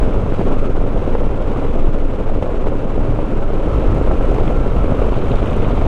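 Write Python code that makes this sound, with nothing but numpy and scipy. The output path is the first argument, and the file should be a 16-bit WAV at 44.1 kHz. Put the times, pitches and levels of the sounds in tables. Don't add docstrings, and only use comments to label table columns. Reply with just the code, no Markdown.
import sys
import numpy as np
from scipy.fft import rfft, irfft, next_fast_len
from scipy.io import wavfile
from scipy.ndimage import uniform_filter1d, minimum_filter1d, map_coordinates

SR = 44100
rng = np.random.default_rng(int(sys.argv[2]) if len(sys.argv) > 2 else 0)


def materialize(psi):
    bounded = np.clip(np.atleast_2d(psi).T, -1, 1)
    quanta = np.round(bounded * 32767).astype(np.int16)
    wavfile.write(sys.argv[1], SR, quanta)


N = 258867

# (frequency [Hz], relative level [dB])
ROAR_SPECTRUM = [(60, -30), (130, -2.5), (190, 0), (290, 1.5), (335, -1.5), (410, 1), (560, -1), (720, -9),
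                 (950, -15), (1300, -21.5), (1650, -28.5), (2300, -37.5), (6000, -95)]
RUSH_SPECTRUM = [(800, -43), (1400, 3.5), (1750, -1), (2300, 1), (2700, 0), (3200, -4.5), (3900, -9.5),
                 (4700, -20.5), (7000, -42), (12000, -81)]
HISS_SPECTRUM = [(2500, -45), (4200, 0.5), (5200, 1), (5900, 0), (6400, -0.5), (6900, -1.5), (8000, -3),
                 (10000, -7.5), (12000, -15), (12800, -19), (13400, -19), (15700, -26)]
# (time [s], throb level [dB], buffet level [dB])
EDDY_LEVELS = [(0, -18, -14), (.4, -18.5, -19), (.6, -9.5, -19), (.95, -16.5, -17), (1.7, -11, -21),
               (2.4, -13, -19.5), (2.9, -13, -22), (3.1, -18.5, -15.5), (3.35, -15.5, -22.5),
               (3.75, -22, -13.5), (4.7, -17.5, -15), (5.3, -18.5, -14.5), (5.87, -23, -13.5)]


def amp(db):
    return 10 ** (np.asarray(db) / 20)


def unit(x):
    return x / np.sqrt(np.mean(x ** 2) + 1e-20)


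def curves(rows):
    times, *columns = np.transpose(rows)
    return [np.interp(np.arange(N) / SR, times, column) for column in columns]


def wobble(rate):
    knots = rng.standard_normal(int(N * rate / SR) + 4)
    return unit(map_coordinates(knots, [np.arange(N) * rate / SR]))


def filtered(x, response):
    size = next_fast_len(N + SR // 2)
    return irfft(rfft(x, size) * response(np.fft.rfftfreq(size, 1 / SR)), size)[:N]


def coloured(x, spectrum):
    hz, db = np.transpose(spectrum)
    return unit(filtered(x, lambda f: amp(np.interp(np.log(f + 1), np.log(hz), db))))


def steady(x, seconds):
    return x / np.sqrt(np.abs(uniform_filter1d(x ** 2, int(seconds * SR))) + 1e-9)


def turbulence(spectrum, burst_db, burst_rate):
    return coloured(amp(burst_db * wobble(burst_rate)) * rng.standard_normal(N), spectrum)


def scattered(start_s, per_s, db, scatter_db=2):
    chance = rng.random((64, 2))
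    times = start_s + (np.arange(len(chance)) + chance[:, 0]) / per_s
    levels = db + scatter_db * np.sqrt(3) * (2 * chance[:, 1] - 1)
    return [(s, level) for s, level in zip(times, levels) if s < N / SR]


def whistle(waver_db):
    # (time [s], level [dB])
    envelope = [(0, -80), (.35, -76), (.5, -71), (.57, -75), (.68, -69), (.85, -75), (1.3, -78), (2.8, -86),
                (3.7, -78), (4.2, -73), (4.55, -73), (4.7, -80), (5.87, -77)]
    # (frequency [Hz], width [Hz], relative level [dB])
    tones = [(6300, 320, 0.5), (13380, 380, -11)]
    level_db, = curves(envelope)
    out = np.zeros(N)
    for hz, width, db in tones:
        gain = amp(db + waver_db * wobble(35))
        breath = filtered(rng.standard_normal(N), lambda f: 1 / (1 + ((f - hz) / (width / 2)) ** 2))
        out += gain * unit(breath)
    return amp(level_db) * out


def stone_hits(events, pitch_hz, spread, t60_s, modes=30, attack_s=0.00087):
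    out, t = np.zeros(N + SR), np.arange(SR // 20) / SR
    envelope = amp(-60 * t / t60_s) * (1 - np.exp(-t / attack_s))
    for s, db in events:
        hz = pitch_hz * np.exp(0.05 * rng.standard_normal())
        ratio = np.exp(spread * rng.uniform(-0.686, 1.3, (modes, 1)))
        partials = np.sin(2 * np.pi * (hz * ratio * t + rng.random((modes, 1)))) / ratio ** 2
        ring = envelope * partials.sum(axis=0)
        out[round(s * SR):][:len(t)] += amp(db) * ring / np.abs(ring).max()
    return out[:N]


def flying_stones(loose_from_s):
    # (time [s], peak level [dB])
    clacks = [(2.673, -38), (4.4775, -28), (4.9562, -38), (5.025, -30), (5.089, -31), (5.1422, -29),
              (5.27, -31), (5.315, -25.5), (5.3558, -29), (5.428, -29), (5.458, -27), (5.473, -27),
              (5.496, -30), (5.53, -29), (5.546, -31), (5.6195, -29), (5.6461, -29), (5.8117, -33)]
    ticks = [(1.2087, -50), (2.5796, -48), (3.9465, -42), (4.141, -47), (4.3456, -45), (4.7531, -48),
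             (5.3555, -40), (5.459, -43), (5.5089, -43), (5.5309, -41), (5.5648, -41)]
    stray_grit = scattered(0, per_s=8, db=-53)
    loose_pebbles = scattered(loose_from_s, per_s=36, db=-38.5)
    loose_grit = scattered(loose_from_s, per_s=36, db=-51)
    pebbles = stone_hits(clacks + loose_pebbles, pitch_hz=2650, spread=0.316, t60_s=0.018)
    grit = stone_hits(ticks + stray_grit + loose_grit, pitch_hz=7570, spread=0.42, t60_s=0.012)
    return pebbles + grit


def jolts(rattle_db, attack_s=0.0026, t60_s=0.063):
    # (time [s], level the decay starts from [dB])
    ruts = [(1.148, -32), (1.822, -32), (2.423, -25), (2.667, -30), (2.763, -33)]
    # (frequency [Hz], relative level [dB])
    spectrum = [(200, -15), (600, 3), (1000, 1.5), (1700, -11), (3000, -11.5), (4500, -25), (9000, -33),
                (14000, -55)]
    shake, t = np.zeros(N + SR), np.arange(SR // 8) / SR
    for s, db in ruts:
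        shake[round(s * SR):][:len(t)] += amp(db - 60 * t / t60_s) * (1 - np.exp(-t / attack_s))
    return shake[:N] * steady(turbulence(spectrum, burst_db=rattle_db, burst_rate=500), seconds=0.02)


def tyres(gust_db, loose_from_s, loose_rise_s=0.21):
    # (time [s], pitch [Hz], level [dB])
    tread = [(0, 276.6, -31), (2.1, 290.9, -37), (3.9, 308.1, -31.5), (4.5, 312, -40), (5.87, 311.5, -49)]
    # (frequency [Hz], relative level [dB])
    churn_spectrum = [(250, -22), (650, 6.5), (900, 2), (1300, -5.5), (1800, -20), (2800, -15), (3600, -22),
                      (5000, -34), (9000, -70)]
    tread_hz, tread_db = curves(tread)
    phase = 2 * np.pi * np.cumsum(tread_hz + 12 * wobble(50)) / SR
    hum = amp(tread_db) * unit(np.sin(phase) * amp(0.81 * wobble(24.55)))
    grains = lambda per_s: (rng.random(N) < per_s / SR) * rng.standard_normal(N)
    sand = amp(-68.5 + gust_db) * coloured(grains(300), HISS_SPECTRUM)
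    crunch = amp(-55 + gust_db) * coloured(grains(260), RUSH_SPECTRUM)
    looseness = np.clip((np.arange(N) / SR - loose_from_s) / loose_rise_s, 0, 1)
    clumps = grains(1200) * amp(5.5 * wobble(45))
    churn = amp(-34) * looseness * coloured(clumps, churn_spectrum)
    return hum + sand + crunch + churn


def engine(unevenness_db, gear_order=25):
    # (time [s], firing rate [Hz], exhaust level [dB], gear whine level [dB])
    cruise = [(0, 55.25, -28.5, -54), (.9, 55.6, -33.5, -53), (1.6, 56.4, -38, -57),
              (2.2, 57.6, -41.5, -59), (2.9, 56.53, -27.5, -59), (3.7, 51.93, -32, -45),
              (4.2, 53.3, -28.5, -42), (4.6, 54.02, -29, -42.5), (5.3, 53.36, -36, -50),
              (5.87, 53.8, -34, -57)]
    # (multiple of the firing rate, relative level [dB])
    harmonics = [(1, -8.5), (2, -2.5), (3, -8), (4, -13), (8, -12.5)]
    firing_hz, exhaust_db, whine_db = curves(cruise)
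    phase = 2 * np.pi * np.cumsum(firing_hz * (1 + 0.00414 * wobble(10))) / SR
    drone = sum(amp(db + unevenness_db * wobble(8)) * np.sin(k * phase + rng.uniform(0, 2 * np.pi))
                for k, db in harmonics)
    whine = np.sin(gear_order * phase + 0.89 * wobble(110)) * amp(2.9 * wobble(24.96))
    return amp(exhaust_db) * unit(drone) + amp(whine_db) * unit(whine)


def rumble():
    # (time [s], level [dB])
    envelope = [(0, -33), (.25, -25), (.65, -31), (1.05, -26.5), (1.35, -32.5), (1.55, -26), (1.8, -39),
                (2.9, -35), (3.6, -29.5), (3.95, -23.5), (4.2, -31), (4.45, -23.5), (4.7, -26.5),
                (5.05, -24), (5.5, -30), (5.87, -27)]
    # (frequency [Hz], relative level [dB])
    spectrum = [(35, -22), (62, -2), (85, 1.5), (110, -0.5), (150, -9), (260, -27.5), (600, -72)]
    level_db, = curves(envelope)
    return amp(level_db) * steady(coloured(rng.standard_normal(N), spectrum), seconds=0.13)


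def bursts(events, ring_hz, decay_s, fray):
    out, t = np.zeros(N + SR), np.arange(SR // 10) / SR
    roar = np.pad(coloured(rng.standard_normal(N), ROAR_SPECTRUM), (0, SR))
    envelope = (t / decay_s) ** 2 * np.exp(-t / decay_s)
    for (s, db), (detune, offset) in zip(events, rng.standard_normal((len(events), 2))):
        start = round(s * SR)
        swing = np.sin(2 * np.pi * ring_hz * np.exp(0.095 * detune) * t + np.pi * offset)
        pop = envelope * (swing + fray * roar[start:][:len(t)])
        out[start:][:len(t)] += amp(db) * pop / np.abs(pop).max()
    return out[:N]


def eddy_slaps():
    # (time [s], peak level [dB])
    big_eddies = [(0.939, -15), (1.881, -12), (3.087, -12), (3.135, -14), (3.777, -8), (3.953, -9),
                  (4.34, -12.5), (4.472, -11), (5.306, -8.5)]
    small_eddies = [(0.095, -12.5), (0.228, -15), (0.411, -6.5), (0.813, -12), (0.864, -15), (1.15, -6),
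                    (1.217, -10), (1.87, -12), (2.424, -8.5), (2.465, -11.5), (2.491, -13), (2.668, -7.5),
                    (2.719, -11), (2.978, -10), (3.188, -11), (3.321, -12.5), (3.502, -10.5),
                    (3.676, -11.5), (3.823, -11.5), (4.011, -9.5), (4.244, -14), (4.111, -6), (4.287, -9.5),
                    (4.416, -12), (4.92, -6.5), (5.081, -18), (5.463, -14), (5.597, -12), (5.818, -12)]
    weak_eddies = scattered(0, per_s=2, db=-17.5, scatter_db=0.5)
    thumps = bursts(big_eddies, ring_hz=113, decay_s=0.0039, fray=0.26)
    pops = bursts(small_eddies + weak_eddies, ring_hz=479, decay_s=0.00099, fray=0.76)
    return thumps + pops


def surges():
    # (time [s], half length [s], roar [dB], bright top [dB], hiss [dB])
    swells = [(0.423, 0.045, 2.5, -14, 1), (0.523, 0.083, 2, 3, 0), (0.596, .03, -7.5, -1, -1),
              (0.656, .035, 3.5, 4, 1), (0.688, .02, -0.5, 0, -5), (1.127, .05, 2, -4, -1),
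              (1.56, .04, 0.5, 3, -0.5), (1.695, .02, -1, -2, -4), (1.847, .02, -1, -3, -7),
              (1.908, 0.022, -4.5, -2, -3), (2.08, 0.027, -3, 0, -1), (2.15, .02, 1.5, 0, 2.5),
              (2.405, .02, -4, -8, -5), (2.477, 0.018, 0.5, 7, -2), (2.738, .02, -1, 0, -3),
              (2.855, .025, 1, -3, -5), (2.939, 0.039, -0.5, -1, 0), (3.164, 0.028, -6, -1, -1),
              (3.441, 0.042, -2, 3, -1), (3.49, .025, -2, -1, -4), (3.743, 0.027, -3, 8, 1.5),
              (3.8, 0.063, 1.5, -4, 0), (4.35, 0.12, 1.5, 0, 2), (4.48, 0.021, 5, 0, 2),
              (4.898, 0.11, 2, 2, 0), (5.026, 0.054, 4, 5.5, 1), (5.385, .05, -4, 2.5, 0),
              (5.46, 0.027, 1, 5, 2), (5.687, 0.041, 1.5, 5.5, 1)]
    t = np.arange(N) / SR
    bump = lambda s, half_s: np.cos(np.pi / 2 * np.clip((t - s) / half_s, -1, 1)) ** 2
    return sum(np.outer(levels, bump(s, half_s)) for s, half_s, *levels in swells)


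def wind(gust_db, pressure):
    # (frequency [Hz], relative level [dB])
    top_spectrum = [(400, -21), (750, -0.5), (1050, 1), (1330, -0.5), (1650, -14), (2500, -41), (6000, -90)]
    speed = -unit(np.tanh(0.6 * steady(pressure, seconds=0.8)))
    throb_db, _ = curves(EDDY_LEVELS)
    flutter = speed * amp(0.4 * (throb_db - throb_db.mean()))
    flicker = unit(np.tanh(wobble(130)))
    roar_surge, top_surge, hiss_surge = surges()
    roar = amp(0.58 * speed + 0.51 * flicker) * turbulence(ROAR_SPECTRUM, burst_db=3.0, burst_rate=400)
    top = amp(0.86 * speed + 0.51 * flicker) * turbulence(top_spectrum, burst_db=1.5, burst_rate=550)
    rush = amp(flutter + flicker) * turbulence(RUSH_SPECTRUM, burst_db=0.96, burst_rate=620)
    hiss = amp(1.2 * flutter + 0.85 * flicker) * coloured(rng.standard_normal(N), HISS_SPECTRUM)
    # (noise, level [dB], growth [dB per dB of gust])
    layers = [(roar, -22.5 + roar_surge, 0.56), (top, -37 + top_surge, 0.82),
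              (rush, -44 + 0.67 * hiss_surge, 0.75), (hiss, -59 + hiss_surge, 0.67)]
    return sum(amp(db + growth * gust_db) * steady(noise, seconds=0.11) for noise, db, growth in layers)


def buffeting(shed_hz, wander_hz, swell_db=4):
    # (frequency [Hz], relative level [dB])
    spectrum = [(4, -21), (10, -0.5), (25, -0.5), (33, -0.5), (42, -3), (56, -4.5), (72, -11.5), (100, -14),
                (140, -18), (220, -29), (500, -45), (1000, -120)]
    throb_db, buffet_db = curves(EDDY_LEVELS)
    phase = 2 * np.pi * np.cumsum(shed_hz + wander_hz * wobble(21.97)) / SR
    swell = np.tanh(wobble(9.3))
    throb = unit(np.sin(phase) * amp(swell_db * swell))
    buffets = steady(turbulence(spectrum, burst_db=-0.5, burst_rate=34), seconds=0.18)
    return amp(throb_db) * throb + amp(buffet_db) * buffets


def scene():
    # (time [s], gust strength [dB])
    gusts = [(0.0, 2.5), (0.22, -1), (0.48, 2.5), (0.8, -2.5), (1.13, 0.3), (1.33, -2.5), (1.58, 1),
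             (2.03, -2.9), (2.35, -1.8), (3.45, -1.2), (3.85, 2), (4.45, 2), (4.7, 1.3), (4.95, 1.5),
             (5.45, 2.5), (5.87, 2)]
    gust_db, = curves(gusts)
    loose_from_s = 4.8
    pressure = buffeting(shed_hz=18.4, wander_hz=1.77)
    air = pressure + wind(gust_db, pressure) + rumble() + whistle(waver_db=2.2)
    bike = engine(unevenness_db=3.5) + tyres(gust_db, loose_from_s)
    return (air + eddy_slaps() + bike + jolts(rattle_db=1.0) + flying_stones(loose_from_s))[None]


def record(dry):
    ceiling, top_hz, fade_s = 0.85, 15700, 0.002
    needed_gain = np.minimum(1, ceiling / (np.abs(dry[0]) + 1e-9))
    gain = uniform_filter1d(minimum_filter1d(needed_gain, size=SR // 100), size=SR // 100)
    fade_out = np.minimum(1, np.arange(N)[::-1] / (SR * fade_s))
    return filtered(fade_out * gain * dry[0], lambda hz: hz < top_hz)[None]


dry = scene()
out = record(dry)
materialize(out)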